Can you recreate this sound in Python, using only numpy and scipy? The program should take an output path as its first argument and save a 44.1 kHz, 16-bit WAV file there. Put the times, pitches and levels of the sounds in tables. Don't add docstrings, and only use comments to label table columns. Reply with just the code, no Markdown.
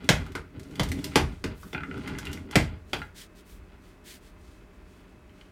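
import sys
import numpy as np
from scipy import signal
from scipy.fft import rfft, irfft
from scipy.io import wavfile
from scipy.ndimage import uniform_filter1d

SR = 44100
rng = np.random.default_rng(int(sys.argv[2]) if len(sys.argv) > 2 else 0)


def gain_from_decibels(decibels):
    exponent = np.asarray(decibels, float) / 20
    return 10 ** exponent


def int16_out(signal):
    q = np.round(np.clip(np.atleast_2d(signal).T, -1, 1) * 32767)
    wavfile.write(sys.argv[1], SR, q.astype(np.int16))


N = 242991
T_S = np.arange(N) / SR

# freq_hz, density_db_per_hz
FLAT_SPECTRUM = [(18, -14), (30, 7.5), (64, 4), (138, -7.5), (189, -6.5), (394, -4.5), (499, -16.5),
                 (600, -16), (889, -19), (1010, -16.5), (2230, -22.5), (2610, -26.5), (3220, -31),
                 (14000, -43.5), (16000, -43.5)]
FLAT_RMS_DB = -51.5
# freq_hz, rms_db
APPLIANCE_TONES = [(183, -63.5), (608, -70), (2584, -75)]

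# start_s, length_s, peak_level_db, fine_treble_re_level_db
BRUSHES = [(0.0, 0.37, -59.5, -14), (0.547, 0.65, -65.5, -8.5), (0.782, 0.76, -59, -14),
           (1.534, 0.29, -65, 4), (1.765, 0.75, -61.5, -23), (2.206, 0.3, -63.5, -21),
           (2.502, 0.21, -52, -21.5), (2.856, 0.27, -62.5, -5), (3.142, 0.14, -49, -8.5),
           (3.346, 0.091, -61.5, -4.5), (3.442, 0.17, -65, 2), (3.806, 0.17, -68, -7),
           (4.035, .17, -51, -5), (4.201, 0.14, -64, -7), (4.36, 0.31, -67, -11.5), (4.72, 0.076, -78, -8),
           (4.835, 0.25, -70.5, -9), (5.06, 0.099, -76, -10), (5.325, 0.2, -68.5, -27)]
# freq_hz, density_db_per_hz
CLOTH_SPECTRUM = [(710, -39), (1200, -12), (1660, 8.5), (2860, 5), (3010, 9.5), (3220, 8.5), (9310, -0.5),
                  (14400, -25), (16000, -27.5)]
# start_s, peak_rumble_db
FOOTFALLS = [(0.66, -60), (1.47, -60), (2.04, -47), (2.23, -43), (2.98, -52.5), (3.5, -50), (4.34, -54.5),
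             (5.06, -58)]

# freq_hz, t60_s, tail_re_direct_db (before the wet_db of each sound)
KITCHEN_DECAY = [(60, 1, 5), (155, 0.22, -16), (400, 0.24, 4), (1500, 0.25, 0), (5000, 0.2, -2.5),
                 (14000, 0.21, -3)]
# freq_hz, relative_db, t60_s
PANEL_MODES = [(81.3, 0.5, 0.18), (101, -1.5, 0.22), (126.5, -1, 0.27), (155, 1.5, .15), (193.3, 3.5, 0.11),
               (226, -13, 0.43), (244.3, 2.5, 0.061), (289.6, 5.5, 0.085), (312.7, -6, 0.21),
               (363, 4, 0.083), (444, 3, 0.077), (517, -3, 0.064), (626.5, -10, 0.19), (736, -7, 0.027)]
# freq_hz, relative_db, t60_s
RUNNER_MODES = [(851, -5, 0.056), (890, -2, 0.0047), (972, 4, 0.011), (1265, 1, 0.017), (1400, 3.5, 0.023),
                (1500, -1, 0.04), (1622, -5.5, 0.036), (2010, -2.5, 0.011), (2079, -8, 0.014),
                (2055, 4, 0.022), (2480, 3.5, 0.013), (2780, -3, 0.038), (3030, 6, 0.0083),
                (3455, -0.5, 0.024), (3880, -1.5, 0.013), (4700, 4.5, 0.0046)]
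# freq_hz, density_db_per_hz
CRACK_SPECTRUM = [(350, -13), (600, -12), (1470, -15), (1730, -13), (2070, -11.5), (3210, -11),
                  (5870, -14.5), (14700, -27.5), (16000, -49)]

# time_s, box_rumble_db, runner_grind_db
ROLL_STRETCHES = [
    [(0.0, -43.5, -45.5), (0.07, -46, -57), (0.27, -43.5, -50), (0.33, -48, -60), (0.4, -50, -73),
     (0.5, -66, -80)],
    [(0.574, -39, -54), (0.64, -53.5, -63), (0.75, -39, -55.5), (0.86, -39, -54), (0.9, -43, -72),
     (0.945, -33.5, -51), (1.03, -40, -56.5), (1.14, -42.5, -50), (1.33, -43.5, -57), (1.41, -75, -84)],
    [(1.52, -41, -53), (1.6, -81, -83), (1.66, -46.5, -74), (1.72, -77, -76)],
    [(1.754, -40, -67), (1.866, -45.5, -77), (1.92, -38.5, -53), (2.11, -39.5, -47), (2.21, -42, -50.5),
     (2.31, -39, -48), (2.44, -46, -66), (2.53, -48, -43), (2.74, -44, -55), (2.84, -75, -89)],
    [(2.91, -55, -67), (3.0, -46, -58), (3.12, -79, -83), (3.2, -74, -71)],
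]
# start_s, ring_peak_db, favoured_ring_hz, crack_db
TICK_EVENTS = [(0.043, -41.5, 3030, -51), (0.2634, -37, 1400, -51.5), (0.32, -45, 2450, -50.5),
               (0.596, -47, 2430, -48), (0.632, -60, 2520, -52.5), (0.71, -65, 1530, -56),
               (0.7557, -35, 3400, -47), (0.833, -43, 2340, -33), (0.888, -56.5, 3190, -40),
               (0.9171, -23.5, 2480, -33.5), (0.9894, -38.5, 2480, -49), (1.042, -31, 3500, -29.5),
               (1.6314, -36.5, 1400, -53), (1.7474, -21, 1620, -68), (1.779, -27.5, 1530, -71),
               (1.8065, -31, 1610, -70), (1.834, -25.5, 1560, -58), (1.912, -30.5, 1500, -66),
               (1.943, -30.5, 1340, -64), (1.977, -37, 1410, -54), (2.0753, -29.5, 1500, -41.5),
               (2.119, -38, 1330, -72), (2.151, -31.5, 2060, -79.5), (2.1854, -30.5, 1400, -36),
               (2.253, -34, 3760, -42), (2.269, -25, 2780, -48), (2.316, -41, 1500, -49),
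               (2.33, -33, 3990, -37), (2.374, -33, 1740, -58), (2.511, -43, 1340, -41.5),
               (3.0178, -26, 1903, -58), (5.2951, -48, 2570, -75), (5.412, -40, 3100, -67)]
# start_s, ring_peak_db, favoured_ring_hz, ring_narrowness_db_per_octave,
# thud_db, favoured_thud_hz, crack_db
KNOCK_EVENTS = [(0.09, -10.5, 1500, 18, -18, 153, -10.5), (0.352, -25.5, 1430, 14, -38.5, 390, -32.5),
                (0.796, -15, 2520, 7, -23.5, 139, -22), (1.157, -9, 1360, 5, -18, 287, -12),
                (1.441, -24, 1870, 2.5, -29.5, 276, -31.5), (1.73, -29.5, 1450, 0, -39.5, 370, -40),
                (2.556, -10.5, 1920, 38, -16.5, 220.5, -12.5), (2.932, -16.5, 2600, 6, -36, 493, -27.5)]


def unit(x):
    return x / np.sqrt(np.mean(x ** 2))


def at(freq_hz, table):
    table_hz, value = np.transpose(table)
    return np.interp(np.log(np.maximum(freq_hz, 1)), np.log(table_hz), value)


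def colour(x, spectrum):
    gain = gain_from_decibels(at(np.fft.rfftfreq(len(x), 1 / SR), spectrum))
    return irfft(rfft(x) * gain, len(x))


def walk(rate_hz):
    hold = int(SR / rate_hz)
    steps = np.repeat(rng.standard_normal(N // hold + 1), hold)
    return 0.65 * uniform_filter1d(uniform_filter1d(steps, hold), hold)[:N]


def curves(rows):
    time_s, *levels_db = np.transpose(rows)
    return [gain_from_decibels(np.interp(T_S, time_s, db)) for db in levels_db]


def swell(rows, rise_s):
    start_s, peak_db = np.transpose(rows)[:, :, None]
    u = np.maximum(T_S - start_s, 0) / rise_s
    return np.sum(gain_from_decibels(peak_db) * u * np.exp(1 - u), axis=0)


def shaken(re_thud_db, rise_s):
    start_and_thud = np.array(KNOCK_EVENTS)[:, [0, 4]]
    return swell(start_and_thud + [0, re_thud_db], rise_s)


def flat():
    air = unit(colour(rng.standard_normal(N), FLAT_SPECTRUM)) * gain_from_decibels(FLAT_RMS_DB + 0.27 * walk(2.7))
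    tones = 0
    for hz, rms_db in APPLIANCE_TONES:
        tones = tones + gain_from_decibels(rms_db + 1.17 * walk(5.9)) * np.sqrt(2) * np.sin(2 * np.pi * hz * T_S)
    return air + tones


def person():
    peak_place, edge_power = 0.4, 1.52
    stir_db, standing_db = -85, -65

    grains = rng.standard_normal(N) * gain_from_decibels(2.0 * walk(250) + 0.55 * walk(30))
    fine = colour(grains, [(5000, -12.0), (9000, -6.5), (12000, -4.5), (15000, -3), (16500, -10)])
    floor = colour(rng.standard_normal(N), [(15, -42.5), (30, -11.0), (45, 5.5), (65, -1), (100, -4), (200, -85.0)])

    start_s, length_s, level_db, fine_db = np.transpose(BRUSHES)[:, :, None]
    u = np.clip((T_S - start_s) / length_s, 0, 1) ** (np.log(0.5) / np.log(peak_place))
    brush = gain_from_decibels(level_db) * np.abs(np.sin(np.pi * u)) ** edge_power
    cloth_gain = brush.sum(axis=0) + gain_from_decibels(stir_db)
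    fine_gain = (brush * gain_from_decibels(fine_db)).sum(axis=0) + gain_from_decibels(stir_db - 8.5)

    weight = swell(FOOTFALLS, rise_s=0.074) + shaken(re_thud_db=-15.5, rise_s=0.056) + gain_from_decibels(standing_db)
    return cloth_gain * unit(colour(grains, CLOTH_SPECTRUM)) + fine_gain * unit(fine) + weight * unit(floor)


def kitchen(x, wet_db=0, size=16384):
    t_s = np.arange(size) / SR
    freq_hz = np.maximum(np.fft.rfftfreq(size, 1 / SR), 1)
    centre_hz = 62.5 * 2 ** np.arange(9)[:, None]
    share = np.clip(1 - np.abs(np.log2(freq_hz / centre_hz)), 0, 1)
    table = np.array(KITCHEN_DECAY)
    t60_s = at(centre_hz, table[:, :2])
    gain = gain_from_decibels(at(centre_hz, table[:, ::2])) * np.sqrt(2 * np.log(1000) / t60_s / SR)
    bands = irfft(rfft(rng.standard_normal(size)) * share, size) * gain * 1000. ** (-t_s / t60_s)
    response = gain_from_decibels(wet_db) * bands.sum(axis=0) * np.clip(t_s / 0.0057, 0, 1)
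    response[0] = 1
    return signal.fftconvolve(x, response)


def spread(x):
    t_s = np.arange(len(x)) / SR
    centres_s = np.array([0, .002, .004, .007, .011, .016, .024])
    return sum(kitchen(x * np.interp(t_s, centres_s, spot)) for spot in np.eye(len(centres_s)))


def lean(modes, favoured_hz, db_per_octave):
    return -db_per_octave * np.abs(np.log2(np.array(modes)[:, 0] / favoured_hz))


def ring(modes, lean_db=0, scatter_db=0, size=8192):
    t_s = np.arange(size) / SR
    hz, db, t60_s = np.transpose(modes)[:, :, None]
    sense = (-1.) ** np.arange(len(modes))[:, None]
    gain = gain_from_decibels(db + np.reshape(lean_db, (-1, 1)) + scatter_db * rng.standard_normal((len(modes), 1)))
    return np.sum(sense * gain * np.sin(2 * np.pi * hz * t_s) * 1000. ** (-t_s / t60_s), axis=0)


def rolling():
    carcass_re_box_db = -2
    carcass = ring(PANEL_MODES[:4])
    box = ring(PANEL_MODES[4:], lean(PANEL_MODES[4:], 210., db_per_octave=6.0))
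    runners = ring(RUNNER_MODES, lean(RUNNER_MODES, 1380.0, db_per_octave=3.0))

    box_gain, grind_gain = curves(np.concatenate(ROLL_STRETCHES))
    carcass_gain = gain_from_decibels(carcass_re_box_db) * box_gain + shaken(re_thud_db=-15, rise_s=0.038)
    out = 0
    for gain, body in [(carcass_gain, carcass), (box_gain, box), (grind_gain, runners)]:
        hit = rng.random(N) < .025
        bumps = rng.standard_normal(N) * gain_from_decibels(2.0 * rng.exponential(size=N)) * hit
        uneven = bumps * gain_from_decibels(6.3 * walk(45))
        out = out + gain * unit(signal.fftconvolve(uneven, body)[:N])
    return kitchen(out, wet_db=-3.0)[:N]


def strike(ring_db, ring_hz, crack_db, tilt_db_per_octave, rattle_decay_s, narrow_db, loose, size=8192):
    fade = np.exp(-np.arange(size) / SR / rattle_decay_s)
    contact = loose * rng.standard_normal(size) * fade / np.linalg.norm(fade)
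    contact[0] = 1
    modes = ring(RUNNER_MODES, lean(RUNNER_MODES, ring_hz, narrow_db), scatter_db=4.5)
    steel = signal.fftconvolve(contact, modes)[:size]
    tilted = [(hz, db + tilt_db_per_octave * np.log2(hz / 6000)) for hz, db in CRACK_SPECTRUM]
    crack = unit(colour(rng.standard_normal(size), tilted)) * fade
    return gain_from_decibels(ring_db) * steel / np.abs(steel).max() + gain_from_decibels(crack_db) * crack


def thud(rms_db, favoured_hz, size=8192):
    t_s = np.arange(size) / SR
    modes = ring(PANEL_MODES, lean(PANEL_MODES, favoured_hz, db_per_octave=9), scatter_db=1.5)
    wood = modes * (1 - np.exp(-t_s / 0.0027))
    return gain_from_decibels(rms_db) * wood / np.std(wood[:SR // 40])


def add(out, x, start_s):
    i = int(start_s * SR)
    out[i:i + len(x)] += x[:len(out) - i]


def blows():
    out = np.zeros(N)
    for start_s, ring_db, ring_hz, narrow_db, thud_db, thud_hz, crack_db in KNOCK_EVENTS:
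        steel = strike(ring_db, ring_hz, crack_db, tilt_db_per_octave=-2, rattle_decay_s=0.0084,
                       narrow_db=narrow_db, loose=.9)
        wood = kitchen(thud(thud_db, thud_hz), wet_db=-5.5)
        add(out, spread(steel) + wood, start_s)
    for start_s, ring_db, ring_hz, crack_db in TICK_EVENTS:
        tick = strike(ring_db, ring_hz, crack_db, tilt_db_per_octave=2.5, rattle_decay_s=0.0078,
                      narrow_db=13, loose=.45)
        add(out, kitchen(tick, wet_db=-2.5), start_s)
    return out


def scene():
    return (flat() + person() + rolling() + blows())[None]


def roll_off(x):
    return signal.sosfilt(signal.butter(12, 16550, fs=SR, output="sos"), x)


def record(dry):
    rounded = 0.62 * np.tanh(dry / 0.64)
    highpass = signal.butter(2, 35., "high", fs=SR, output="sos")
    mix = signal.sosfilt(highpass, rounded)
    return roll_off(mix)


dry = scene()
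out = record(dry)
int16_out(out)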